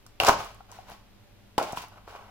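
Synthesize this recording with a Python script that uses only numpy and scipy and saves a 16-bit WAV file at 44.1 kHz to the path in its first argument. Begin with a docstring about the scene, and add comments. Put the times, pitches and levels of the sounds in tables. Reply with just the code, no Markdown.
"""A thin heel punches through a paper cup on a tiled kitchen floor, lifts it and treads on it again.
Hollow pops are short dying sines that also shake the cup's modes; fibre snaps are bursts of coloured
noise, heel tip and weight are single rings, and the crumpling card is swells of random clicks.
Two close ports hear it with first echoes and a small hard room's tail, over faint hum and hiss."""
import sys
import numpy as np
from scipy import signal
from scipy.fft import rfft, irfft, next_fast_len
from scipy.io import wavfile

SR = 44100
rng = np.random.default_rng(int(sys.argv[2]) if len(sys.argv) > 2 else 0)


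def log_audio(samples):
    """Write samples as a 16-bit WAV file to the path given in sys.argv[1]."""
    # one column per channel
    frames = np.atleast_2d(samples).T
    # limit to full scale, then quantise
    limited = np.clip(frames, -1, 1)
    pcm = np.round(limited * 32767).astype(np.int16)
    wavfile.write(sys.argv[1], SR, pcm)


def amplitude_ratio(level_db):
    """Convert a level in decibels to the matching linear amplitude (field) ratio."""
    exponent = np.asarray(level_db, float) / 20
    return 10 ** exponent


N = 101429  # length in samples
ATTACK_S = 0.00019  # soft start of pops, snaps and the heel tip


def evened(x):
    """Scales to rms 1."""
    return x / np.sqrt(np.mean(x ** 2) + 1e-20)


def read(points, hz):
    """Reads a table on a log-frequency axis."""
    f, value = np.transpose(points)
    return np.interp(np.log(hz + 1), np.log(f + 1), value)


def add(mix, s, sound):
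    """Mixes a sound in at time s, cut off at the end of the mix."""
    part = mix[round(s * SR):][:len(sound)]
    part += sound[:len(part)]


def paired(same, frames, size):
    """Two random spectra whose likeness in each band follows the table same."""
    a, b, c, d = rng.standard_normal((frames, size // 2 + 1, 4)).T
    same = np.clip(read(same, np.fft.rfftfreq(size, 1 / SR)), -1, 1)[:, None]
    left = a + 1j * b
    other = c + 1j * d
    return np.array([left, same * left + np.sqrt(1 - same ** 2) * other])


def resonate(x, hz, width):
    """One resonance of gain 1: shifts hz down to zero, smooths there and shifts back."""
    turn = np.exp(2j * np.pi * hz * np.arange(len(x)) / SR)
    r = np.exp(-np.pi * width / SR)
    return 2 * (turn * signal.lfilter([1 - r], [1, -r], x / turn)).real


def ring(hz, t60, rise_s):
    """A dying sine with a soft start, peak 1."""
    t = np.arange(6000) / SR
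    decay = amplitude_ratio(-60 * t / max(t60, .002))
    x = (1 - np.exp(-t / rise_s)) * decay * np.sin(2 * np.pi * hz * t)
    return x / abs(x).max()


def thinned(x, hz):
    """A gentle one-pole low cut at hz."""
    r = np.exp(-2 * np.pi * hz / SR)
    return signal.lfilter([r, -r], [1, -r], x)


def clicks(per_s, spread_db):
    """Random clicks of either sign, a few of them large."""
    size = amplitude_ratio(spread_db * np.minimum(rng.exponential(1, N), 4)) * rng.choice([-1., 1.], N)
    return size * (rng.random(N) < per_s / SR)


def air():
    """Room hiss and rumble are shaped noise; hum lines waver because they are very narrow noise."""
    # colour of the air: (frequency [Hz], relative level per Hz [dB])
    air_colour = [(8.8, -19), (15, 1.5), (71, -19), (107, -4), (135, -23), (210, -16), (462, -22.5),
                  (584, -22), (638, -29), (697, -21.5), (1220, -29), (3500, -30.5), (8800, -42.5),
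                  (14700, -40), (16500, -59)]
    # stereo width of the air: (frequency [Hz], left-right likeness [-1 to 1])
    air_same = [(60, 0.46), (130, 0.58), (290, 0.48), (640, 0.11), (1410, 0.51), (3100, 0.07),
                (6820, -0.42), (15000, 0.077)]
    # hum lines, the same in both ports: (frequency [Hz], rms level [dB])
    hum_lines = [(49.4, -63), (100.3, -66.5), (199.2, -69), (586.8, -78.5)]
    air_db, hum_width_hz = -56.5, 5  # rms of hiss and rumble; width of each of the two resonances
    hz = np.fft.rfftfreq(4096, 1 / SR)
    z = paired(air_same, N // 1024 + 5, 4096) * amplitude_ratio(read(air_colour, hz))[:, None]
    hiss = amplitude_ratio(air_db) * evened(signal.istft(z, nperseg=4096, noverlap=3072)[1][:, :N])
    hum = np.zeros(N)
    for f, db in hum_lines:
        once = resonate(rng.standard_normal(N), f, hum_width_hz)
        hum += amplitude_ratio(db) * evened(resonate(once, f, hum_width_hz))
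    return hiss + hum


def cup(x):
    """The hollow cup rings with parallel modes of alternating sign; the upper ones vary over time."""
    # modes: (frequency [Hz], width [Hz], gain [dB])
    cup_modes = [(410, 270, -10), (609, 70, 1), (721, 63, -1), (816, 58, 3), (950, 205, -1), (1107, 90, 2),
                 (1274, 86.5, 0), (1581, 193, -6.5), (2160, 533, -14.5), (3000, 301, -14)]
    # extra gain of the upper modes: (time [s], gain [dB])
    upper_gain = [(1.3, -0.5), (1.5, -12.5), (1.59, -4), (1.68, -2.5), (1.76, 0)]
    upper_from_hz = 900
    upper_db = np.interp(np.arange(N) / SR, *np.transpose(upper_gain))
    out = np.zeros(N)
    for k, (hz, width, db) in enumerate(cup_modes):
        gain = amplitude_ratio(db + (hz > upper_from_hz) * upper_db)
        out += (-1) ** k * gain * resonate(x, hz, width)
    return out


def pops():
    """The wall buckles: each pop is a few cycles of a dying sine that also shake the cup."""
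    # wall buckles: (time [s], peak ahead of the low cut [dB], pitch [Hz], t60 [s], at least 2 ms)
    buckles = [(.064, -43.5, 1220, 0.0093), (.2015, -15.5, 646, 0.012), (.2055, -21.5, 732, 0.018),
               (.2225, -18.5, 572.7, 0.019), (.2346, -17.5, 900, 0.0064), (.2495, -13, 830, 0.009),
               (.2715, -24, 800, 0.0099), (.2793, -14.5, 710, 0.0077), (0.2835, -1, 860, 0.0067),
               (.2866, -9.5, 610, 0.029), (0.2886, -8.5, 1140, 0.018), (.2908, -7, 763, 0.016),
               (.2941, -1.5, 1000, 0.0069), (.2985, -15, 799, 0.018), (.309, -18, 920, 0.014),
               (.404, -32, 820, 0.013), (.462, -31.5, 1030, 0.018), (.606, -40.5, 776, 0.035),
               (.6065, -44, 1370, 0.016), (.723, -39.5, 958, 0.027), (.7875, -35, 760, 0.037),
               (.902, -31, 950, 0.0065), (.918, -38.5, 708, 0.022), (1.5803, -11.5, 685, 0.01),
               (1.5827, -10, 784, 0.013), (1.5865, -11.5, 970, 0.012), (1.6135, -16.5, 690, 0.0086),
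               (1.621, -23.5, 612, 0.072), (1.651, -34, 750, 0.011), (1.7315, -23.5, 700, 0.014),
               (1.773, -21.5, 990, 0.016), (1.839, -33.5, 890, 0.0084), (2.0775, -29.5, 900, 0.0028),
               (2.1515, -29, 1010, 0.0057)]
    low_cut_hz, cup_db = 200, -20
    direct = np.zeros(N)
    for s, db, hz, t60 in buckles:
        add(direct, s, -amplitude_ratio(db) * ring(hz, t60, ATTACK_S))
    direct = thinned(thinned(direct, low_cut_hz), low_cut_hz)
    return direct + amplitude_ratio(cup_db) * cup(direct)


def snaps():
    """Fibre snaps: dying cracks of noise in one band, over a trace of bright wide noise."""
    # fibre snaps: (time [s], level of the band at its start [dB], centre [Hz], t60 [s])
    fibres = [(0.065, -40.5, 5740, 0.0065), (0.2004, -20.5, 4230, 0.01), (0.2353, -17, 2400, .006),
              (0.2486, -14, 5750, 0.0034), (.268, -22, 4840, 0.052), (0.2864, -15, 5880, 0.012),
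              (0.447, -37, 7130, 0.0047), (0.547, -44.5, 9500, 0.0029), (0.7163, -32, 6200, 0.0037),
              (0.899, -44, 11100, 0.0069), (1.5798, -23, 3000, 0.015), (1.583, -21.5, 4400, 0.0054),
              (1.6274, -29.5, 4560, 0.0097), (1.723, -41, 6400, 0.03), (1.766, -44, 8700, 0.023),
              (1.772, -34.5, 2630, 0.02), (1.82, -41, 9800, 0.0059), (1.884, -39.5, 7870, 0.0023),
              (2.078, -50.5, 3000, 0.0044)]
    relative_width, wide_db = 0.4, -21.5  # band width over centre; gain of the wide noise
    out, t = np.zeros(N), np.arange(4000) / SR
    for s, db, hz, t60 in fibres:
        noise = rng.standard_normal(4001)
        band = evened(resonate(noise[1:], hz, relative_width * hz))
        crack = band + amplitude_ratio(wide_db) * np.diff(noise)
        attack = np.minimum(t / ATTACK_S, 1)
        add(out, s, amplitude_ratio(db - 60 * t / t60) * attack * crack)
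    return out


def pierce():
    """The heel tip piercing the card: high dying sines."""
    # piercings: (time [s], peak [dB], pitch [Hz], t60 [s])
    piercings = [(0.201, -8, 2780, 0.0086), (0.217, -32.5, 2865, .03)]
    out = np.zeros(N)
    for s, db, hz, t60 in piercings:
        add(out, s, amplitude_ratio(db) * ring(hz, t60, ATTACK_S))
    return out


def thumps():
    """Weight landing on the floor: low sines that die by 60 dB in a fixed number of cycles."""
    # landings: (time [s], peak [dB], pitch [Hz])
    landings = [(0.202, -35, 93), (0.234, -34.5, 148), (0.289, -35, 62), (0.293, -17.5, 234.6),
                (0.392, -37, 106), (0.917, -45, 150), (1.5804, -21, 254), (1.731, -32.5, 156),
                (1.775, -41.5, 200), (2.077, -38, 410)]
    out = np.zeros(N)
    for s, db, hz in landings:
        add(out, s, amplitude_ratio(db) * ring(hz, 2.84 / hz, 0.0027))
    return out


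def crumple():
    """Small creases click into the cup; finer ones rustle like paper. Returns the middle and the side."""
    # swells of card noise; a row with a negative fall is silent:
    # (peak time [s], rise over 20 dB [s], fall per 20 dB [s], hollow body [dB], papery treble [dB])
    swells = [(.205, 0.0011, 0.0981, -28, -35), (0.243, 0.015, 0.0855, -28.5, -41.5),
              (.272, 0.022, 0.0521, -26, -29), (.292, 0.014, 0.0288, -17.5, -26.5),
              (.33, 0.018, 0.0343, -29, -39), (0.4, 0.044, 0.1383, -40, -45),
              (0.457, 0.029, 0.21, -54, -61), (.70, 0.017, 0.32, -55.5, -65),
              (.735, 0.024, 0.2, -56.5, -58.5), (0.764, 0.016, 0.03, -67, -62),
              (.895, 0.032, 0.03, -49.5, -57), (.92, 0.026, 0.08, -51, -54),
              (1.574, 0.077, -0.3, -46, -65.5), (1.585, 0.0049, 0.0843, -27.5, -43),
              (1.629, 0.012, 0.08, -34.5, -45), (1.69, 0.036, 0.17, -42, -50.5),
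              (1.785, 0.035, 0.03, -47, -43), (1.828, 0.06, 0.05, -47.5, -49.5),
              (1.93, 0.024, 0.12, -53.5, -69), (1.974, 0.014, .04, -47.5, -68),
              (2.096, 0.031, 0.2, -49.5, -57), (2.162, 0.013, 0.02, -43, -57.5),
              (2.22, 0.18, 0.3, -52.5, -70), (2.299, 0.052, -4, -43.5, -54.5)]
    # colour of the papery rustle: (frequency [Hz], relative level per Hz [dB])
    paper_colour = [(1100, -19), (1700, 0.5), (3000, -0.5), (5500, -3.5), (8500, -13), (12000, -15),
                    (16000, -16)]
    body_per_s, body_spread_db = 1400, 3
    paper_per_s, paper_spread_db = 3000, 2.5
    side_db = -1.5  # creases all round the cup reach the two ports unalike
    t, hz = np.arange(N) / SR, np.fft.rfftfreq(N, 1 / SR)
    body = evened(cup(clicks(body_per_s, body_spread_db)))

    def rustle():
        """Fine clicks, coloured as paper."""
        fine = clicks(paper_per_s, paper_spread_db)
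        return evened(irfft(rfft(fine) * amplitude_ratio(read(paper_colour, hz)), N))

    paper, side = rustle(), rustle()
    power = np.zeros((2, N))
    for s, rise, fall, body_db, paper_db in swells:
        a, b = np.searchsorted(t, [s - 2 * rise, s + 4 * fall])
        u = t[a:b]
        swell_db = -20 * np.where(u < s, ((s - u) / rise) ** 2, (u - s) / fall)
        power[:, a:b] += amplitude_ratio(swell_db + np.array([[body_db], [paper_db]])) ** 2
    body_level, paper_level = np.sqrt(power)
    return body_level * body + paper_level * paper, amplitude_ratio(side_db) * paper_level * side


def ports(x):
    """The two ports hear the cup and its first echoes with a time and level difference."""
    # left-right balance: (frequency [Hz], left minus right [dB])
    port_balance = [(60, -3), (240, 0), (950, 1.5), (3770, 1), (15000, -3.5)]
    # first echoes off tiles and cupboard: (left delay [s], left [dB], right delay [s], right [dB])
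    first_echoes = [(.0013, -15, 0.0021, -13.5), (.0026, -14.5, 0.0046, -18), (.0041, -17, 0.0029, -14),
                    (.0068, -16, .0074, -15.5)]
    lag_s = 9e-5  # the left port hears later
    size = next_fast_len(N + SR // 10)
    hz = np.fft.rfftfreq(size, 1 / SR)
    half = amplitude_ratio(read(port_balance, hz) / 2) * np.exp(-1j * np.pi * hz * lag_s)

    def late(s, db):
        """One delayed copy, as a spectrum."""
        return amplitude_ratio(db) * np.exp(-2j * np.pi * hz * s)

    echo = 1 + sum(np.array([late(a, a_db), late(b, b_db)]) for a, a_db, b, b_db in first_echoes)
    return irfft(rfft(x, size) * np.array([half, 1 / half]) * echo, size)[:, :N]


def room(x):
    """A dense tail of random noise, each band dying at its own speed."""
    # decay: (frequency [Hz], t60 [s])
    room_decay = [(100, 0.59), (400, 0.33), (1000, 0.37), (3000, 0.45), (8000, 0.26), (15000, 0.119)]
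    # colour of the tail: (frequency [Hz], relative level [dB])
    room_colour = [(100, -22), (700, -23), (3000, -24.5), (12000, -23.5)]
    # stereo width of the tail: (frequency [Hz], left-right likeness [-1 to 1])
    room_same = [(100, 1), (700, 0.47), (2000, 0.12), (12000, 0.074)]
    hz, t = np.fft.rfftfreq(512, 1 / SR), np.arange(300) * 128 / SR
    z = paired(room_same, 300, 512) * amplitude_ratio(-60 * t / read(room_decay, hz)[:, None])
    energy = (abs(z[0]) ** 2).sum(1)
    z = z / np.sqrt(energy)[:, None] * amplitude_ratio(read(room_colour, hz))[:, None]
    tail = signal.istft(z, nperseg=512, noverlap=384)[1] / 18
    tail = np.pad(tail, ((0, 0), (300, 0)))  # the tail starts 300 samples late
    return signal.fftconvolve(x[None], tail, axes=1)[:, :N]


def scene():
    """Cup, room and air; the side part reaches the two ports with opposite sign."""
    snap_side_db = -3
    middle, side = crumple()
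    card = pops() + snaps() + pierce() + thumps() + middle
    side = side + amplitude_ratio(snap_side_db) * snaps()  # a second, independent set of snap noise
    return ports(card) + ports(side) * [[1], [-1]] + room(card + side) + air()


def low_pass(x):
    """Removes everything above the highest recorded frequency."""
    return signal.sosfilt(signal.butter(12, 16970, fs=SR, output="sos"), x)


def record(dry):
    """Cuts the mix steeply above 16.3 kHz and returns the finished sound."""
    edge = signal.firwin(511, 16300, window=("kaiser", 9), fs=SR)[None]
    mix = signal.oaconvolve(dry, edge, "same")
    return low_pass(mix)


dry = scene()
out = record(dry)
log_audio(out)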